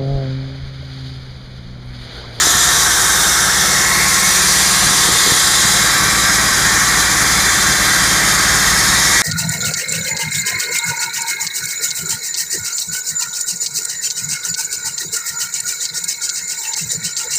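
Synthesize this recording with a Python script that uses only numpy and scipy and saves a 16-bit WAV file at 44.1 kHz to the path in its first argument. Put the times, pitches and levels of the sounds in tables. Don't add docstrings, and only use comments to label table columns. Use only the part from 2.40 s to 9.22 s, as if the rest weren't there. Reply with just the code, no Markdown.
import sys
import numpy as np
from scipy import signal
from scipy.fft import rfft, irfft
from scipy.io import wavfile
from scipy.ndimage import uniform_filter1d, minimum_filter1d, map_coordinates

SR = 44100
rng = np.random.default_rng(int(sys.argv[2]) if len(sys.argv) > 2 else 0)


def put_to_file(sound):
    columns = np.atleast_2d(sound).T
    safe = np.clip(columns, -1, 1)
    whole_steps = np.round(safe * 32767)
    wavfile.write(sys.argv[1], SR, whole_steps.astype(np.int16))


N = 300762
FRAME, HOP = 2048, 512
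TIME = np.arange(N) / SR
FRAME_S = np.arange(N // HOP + 5) * HOP / SR
BIN_HZ = np.fft.rfftfreq(FRAME, 1 / SR)
CYCLE_HZ = 18.49

# start, fade-in time, start of release, release time, in seconds.
HATCH_LIFT = (2.35, 0.44, 2.9, 0.32)
HATCH_OPEN = (3.05, .57, 6.24, 2.0)
BESIDE_WALL = (-0.51, 1.35, 1.23, 0.21)
OVER_LID = (.1, 1.3, 2.6, .5)
OVER_GAP = (1.85, .65, 3.3, .28)
# starting comb spacing in Hz, relative growth of the delay per second, strength.
NEAR_ECHO, FAR_ECHO = (2440, .07, 0.24), (860, .19, .19)


def engine_drone(cycles, weak_db=-55, scatter_db=3.0, uneven_db=1.7, lid_hz=182, lid_width_hz=45):
    # multiple of the cycle rate, level in dB with the hatch shut,
    # level in dB with it open.
    orders = [(2, -54, -50), (3, -36.5, -33.5), (4, -38.5, -42.5), (5, -49, -51), (6, -44.5, -35.5),
              (8, -38, -35), (10, -35, -35), (11, -40.5, -37), (12, -49, -46), (14, -65, -54),
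              (15, -53, -42), (17, -44, -41.5), (20, -43, -53), (21, -46.5, -45.5), (22, -64, -46.5),
              (23, -64, -47), (24, -54, -55), (25, -59, -48), (26, -50, -49), (27, -47.5, -53),
              (30, -64.5, -47.5), (33, -67, -46), (37, -52, -51), (39, -42.5, -44), (40, -47, -44),
              (42, -48, -44), (43, -51, -41), (44, -62, -48), (45, -56, -51), (48, -54, -47)]
    strong = {round(k): (shut, opened) for k, shut, opened in orders}
    start, approach = OVER_LID[:2]
    away = np.clip(1 - (TIME - start) / approach, 0, 1)
    lid_hum = gain_of(-12 * away + 2 * movement(OVER_LID, TIME)) - 1
    out = np.zeros(N)
    for k in range(2, 64):
        faint_db = weak_db + scatter_db * rng.standard_normal()
        level = with_hatch(gain_of(strong.get(k, (faint_db, faint_db))), TIME)
        lid_resonance = 1 + lid_hum * np.exp(-((k * CYCLE_HZ - lid_hz) / lid_width_hz) ** 2)
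        out += level * lid_resonance * np.cos(2 * np.pi * (k * cycles + rng.random()))
    ride_db = with_hatch((0.1, 0), TIME) - 4 * movement(HATCH_LIFT, TIME)
    return np.sqrt(2) * out * gain_of(ride_db + uneven_db * wander(28))


def block_clatter(cycles, shut_open_db=(-18, -16.5), regular_share=0.22, cover_hz=2050):
    # frequency in Hz, relative dB with the hatch shut, with it open.
    spectrum = [(300, -78, -85), (560, -62.5, -60), (800, -55.5, -58), (1074, -52, -51), (1520, -52.5, -49),
                (1780, -47, -47.5), (2140, -50.5, -49.5), (2437, -59, -59), (2830, -63, -68.5),
                (3600, -100, -100)]
    # centre in Hz, width in Hz, boost in dB shut, and open.
    block_modes = [(722, 48, 4, 5), (780, 31, -1.5, 0), (1090, 41, 5.5, 3.5), (1156, 32, 0, 6.5),
                   (1235, 19, 5.5, 2), (1321, 72, 5, 3), (1550, 28, 7, 3), (1603, 62, 0, 6.5),
                   (1650, 27, 4, 3), (1802, 50, 1.5, 6.5), (1860, 15, 2.5, 1), (1925, 45, 4, 5.5),
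                   (2164, 43, 5.5, 6.5), (2210, 18, -6, 1.2), (2306, 86, -4, 0.5), (2345, 25, 8, 8.5),
                   (2500, 66, 3, 3), (2680, 36, 3.5, 9)]
    tone_db = housing_colour(spectrum, block_modes) + 2.5 * patches(frames_size=60, bins_size=1)
    blows = rng.standard_normal(round(SR / CYCLE_HZ))
    loop = unit_rms(np.interp(cycles, np.arange(len(blows)) / len(blows), blows, period=1))
    loop_spectra = signal.stft(loop, nperseg=FRAME, noverlap=FRAME - HOP)[2]
    repeating = from_spectra(loop_spectra * gain_of(tone_db[:loop_spectra.shape[1]].T))
    ringing = np.sqrt(regular_share) * repeating + np.sqrt(1 - regular_share) * shaped_noise(tone_db)
    firing = 0.032 * np.cos(2 * np.pi * 3 * cycles)
    limp = 0.026 * np.cos(2 * np.pi * cycles)
    swell_db = 2 * np.exp(-((panel_centre(TIME) - cover_hz) / 190) ** 2)
    level_db = with_hatch(shut_open_db, TIME) + swell_db + 0.38 * wander(22)
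    return ringing * (1 + firing + limp) * gain_of(level_db)


def exhaust_rumble(cycles, shut_open_db=(-32, -29.5), throb=0.093):
    # frequency in Hz, relative dB with the hatch shut, with it open.
    spectrum = [(15, -73, -72), (35, -67, -63), (60, -53, -46), (110, -54, -52), (162, -48, -45),
                (235, -59, -54), (336, -52, -50.5), (430, -54, -57), (550, -58, -58.5), (800, -79, -81),
                (1500, -100, -100)]
    turbulence = shaped_noise(housing_colour(spectrum))
    return gain_of(with_hatch(shut_open_db, TIME)) * turbulence * (1 + throb * np.cos(2 * np.pi * cycles))


def crank_cycles(hunt=0.00121, shake=0.0021):
    return np.cumsum(CYCLE_HZ * (1 + hunt * wander(1.96) + shake * wander(15))) / SR


def air_hiss(ripple_db=1.5, flutter_db=0.54, split_hz=7600):
    # frequency in Hz, relative dB with the hatch shut, with it open.
    spectrum = [(1800, -100, -100), (2870, -65, -65), (3220, -56, -61), (4420, -55, -55),
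                (5960, -48.5, -50.5), (7260, -53, -52.0), (7970, -55.5, -58.2), (10400, -58, -59.7),
                (12270, -63.5, -65.5), (13300, -66, -70.4), (15700, -69, -70)]
    # centre in Hz, width in Hz, gain in dB shut, and open.
    housing_modes = [(3215, 240, 1, 5.5), (3590, 213, 3.5, 7.5), (3770, 79, 4, 0.5), (3995, 350, 3, 3.8),
                     (4352, 57, 7.5, -8), (4770, 68, 5.5, 0.3), (5460, 116, -2.5, -6),
                     (5830, 163, -3.5, -5), (6140, 82, -0.5, -3), (6230, 93, 1.5, -17),
                     (6469, 440, -2, 2.1), (6835, 130, 5.5, -9), (7400, 200, 4.5, 0), (8580, 73, 6.5, 4),
                     (8910, 140, 4.8, 6.5), (9210, 190, 5, -1), (9600, 113, -4, -5.4), (10940, 160, 2, 3),
                     (11400, 231, 3.5, -0.5), (11900, 298, -1, -1), (12207, 196, 0, 2.1)]
    # centre in Hz, width in Hz, gain in dB before gap_amount.
    gap_modes = [(3530, 260, -0.5), (4800, 350, 1.5), (7360, 340, 1.5), (9130, 280, 4), (11200, 450, 1.5)]
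    # time in seconds, level of the body in dB, of the top end in dB.
    level_ride = [(0, -12.5, -20), (.65, -15.7, -18.5), (1.3, -16, -21), (1.6, -17, -20),
                  (1.92, -14.5, -18), (3.18, -14, -19), (3.75, -16.5, -21.5), (6.0, -16.4, -21),
                  (6.82, -15, -20)]
    gap_amount = with_hatch((-.45, .05), FRAME_S) + 1.25 * movement(OVER_GAP, FRAME_S)
    tone_db = housing_colour(spectrum, housing_modes)
    tone_db += gap_amount[:, None] * sum(db * bell(hz, width) for hz, width, db in gap_modes)
    tone_db += ripple_db * reflection_ripple(frames_size=90, bins_size=5)
    tone_db += 1.8 * patches(frames_size=70, bins_size=1)
    tone_db += 0.7 * patches(frames_size=6, bins_size=40)
    body_db, top_db = follow(level_ride, FRAME_S)
    shelf = (1 + np.tanh((BIN_HZ - split_hz) / 500)) / 2
    power = gain_of(tone_db) ** 2
    beam_db = top_db - body_db - 10 * np.log10((power @ shelf) / (power @ (1 - shelf)))
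    air = shaped_noise(tone_db + beam_db[:, None] * shelf)
    body, top = gain_of(follow(level_ride, TIME))
    return air * np.hypot(body, top) * gain_of(flutter_db * wander(32))


def metal_knocks(push_gain=0.96, ring_gain=0.51):
    # start in seconds, level in dB, centre of the blow in Hz.
    hits = [(.07, -13, 448), (.15, -19, 150), (2.466, -18, 160), (2.507, -18.5, 180), (2.69, -14.5, 300),
            (2.72, -22, 110), (2.875, -14.5, 420), (2.92, -10.5, 231), (3.251, -18, 150), (6.5, -19, 130)]
    out = np.zeros(N)
    for start, db, centre_hz in hits:
        ring = hatch_ring(centre_hz)
        phase = 2 * np.pi * centre_hz * np.arange(len(ring)) / SR - np.pi
        push = -phase * np.exp((1 - phase ** 2) / 2)
        blow = gain_of(db) * (ring_gain * ring + push_gain * push)
        slot = out[round(start * SR):][:len(blow)]
        slot += blow[:len(slot)]
    return out


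def hinge_scrape(free_s=2.88, level_db=-25, rise_db_per_s=42, fall_db_per_s=88, slips_per_s=220):
    slips = rng.standard_normal(N) * (rng.random(N) < slips_per_s / SR)
    scraping = unit_rms(signal.oaconvolve(slips, hatch_ring(centre_hz=500))[:N])
    fade_db = np.maximum(rise_db_per_s * (free_s - TIME), fall_db_per_s * (TIME - free_s))
    return scraping * gain_of(level_db - fade_db)


def hatch_ring(centre_hz, spread=0.54):
    # frequency in Hz, relative level in dB, seconds to decay by 60 dB.
    hatch_modes = [(85, -5, .09), (136, -1, 0.092), (174, 3.5, 0.15), (254, -9, 0.065), (329, 0, .08),
                   (407, 1.5, 0.06), (470, 1, 0.058), (686, -12, .05), (1100, -8, .04)]
    t = np.arange(SR // 4) / SR
    ring = np.zeros(len(t))
    for hz, db, t60 in hatch_modes:
        excitation = np.exp(-(np.log(hz / centre_hz) / spread) ** 2)
        ring += excitation * gain_of(db - 60 * t / t60) * np.sin(2 * np.pi * hz * t)
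    return ring / abs(ring).max()


def housing_colour(spectrum, modes=(), panel_db=4, flank_db=-0.9, flank_ratio=1.59):
    hz, *states = np.transpose(spectrum)
    shut, opened = (np.interp(np.log(BIN_HZ + 1), np.log(hz), db) for db in states)
    for centre, width, shut_db, open_db in modes:
        shut = shut + shut_db * bell(centre, width)
        opened = opened + open_db * bell(centre, width)
    t = FRAME_S[:, None]
    for ratio, db in ((1, panel_db), (flank_ratio, flank_db), (1 / flank_ratio, flank_db)):
        centre = ratio * panel_centre(t)
        shut = shut + db * bell(centre, 0.23 * centre)
    return with_hatch((shut, opened), t) + wall_echo()


def panel_centre(t, low_hz=1566, high_hz=3480, start_s=0.94, octaves_per_s=0.61):
    return np.minimum(low_hz * 2 ** (octaves_per_s * np.maximum(t - start_s, 0)), high_hz)


def wall_echo(scatter_hz=9500):
    near, far = (echo[2] * np.exp(2j * np.pi * BIN_HZ / comb_spacing(echo))
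                 for echo in (NEAR_ECHO, FAR_ECHO))
    mirrored = 1 / (1 + (BIN_HZ / scatter_hz) ** 4)
    return 20 * np.log10(abs(1 + movement(BESIDE_WALL, FRAME_S[:, None]) * mirrored * (far - near)))


def reflection_ripple(frames_size, bins_size):
    spacing = comb_spacing(NEAR_ECHO)
    sliding_bins = np.arange(len(BIN_HZ)) * spacing.min() / spacing
    grid = np.broadcast_arrays(np.arange(len(FRAME_S))[:, None], sliding_bins)
    return unit_rms(map_coordinates(patches(frames_size, bins_size), grid, order=1, mode="nearest"))


def comb_spacing(echo, recede_until_s=1.9):
    first_hz, growth, _ = echo
    return first_hz / (1 + growth * np.minimum(FRAME_S[:, None], recede_until_s))


def movement(move, t):
    start, attack, end, release = move
    return np.clip(np.minimum((t - start) / attack, 1 - (t - end) / release), 0, 1)


def with_hatch(states, t):
    shut, opened = states
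    return shut + movement(HATCH_OPEN, t) * (opened - shut)


def shaped_noise(tone_db):
    size = gain_of(tone_db)
    size = size / np.linalg.norm(size, axis=1, keepdims=True)
    spectra = size * (rng.standard_normal(size.shape) + 1j * rng.standard_normal(size.shape))
    return from_spectra(spectra.T)


def from_spectra(spectra):
    return unit_rms(signal.istft(spectra, nperseg=FRAME, noverlap=FRAME - HOP)[1][:N])


def wander(hz):
    f = np.fft.rfftfreq(N, 1 / SR)
    return unit_rms(irfft(rfft(rng.standard_normal(N)) * np.exp(-(f / hz) ** 2) * (f > 0), N))


def patches(frames_size, bins_size):
    speckle = rng.standard_normal((len(FRAME_S), len(BIN_HZ)))
    return unit_rms(uniform_filter1d(uniform_filter1d(speckle, frames_size, 0), bins_size, 1))


def bell(hz, width):
    return np.exp(-np.log(16) * ((BIN_HZ - hz) / width) ** 2)


def follow(table, t):
    seconds, *columns = np.transpose(table)
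    return [np.interp(t, seconds, column) for column in columns]


def gain_of(db):
    return 10 ** (np.asarray(db) / 20)


def unit_rms(x):
    return x / np.sqrt(np.mean(x ** 2) + 1e-20)


def scene():
    cycles = crank_cycles()
    engine = engine_drone(cycles) + exhaust_rumble(cycles) + block_clatter(cycles)
    mono = engine + air_hiss() + metal_knocks() + hinge_scrape()
    return np.array([mono, mono])


def record(dry, ceiling=.76, cutoff_hz=15350):
    needed_gain = np.minimum(1, ceiling / (abs(dry).max(0) + 1e-9))
    limited = dry * uniform_filter1d(minimum_filter1d(needed_gain, size=65), size=65)
    lowpass = signal.firwin(801, cutoff_hz, window=("kaiser", 9), fs=SR)
    return signal.oaconvolve(limited, lowpass[None], "same", axes=1)


dry = scene()
out = record(dry)
put_to_file(out)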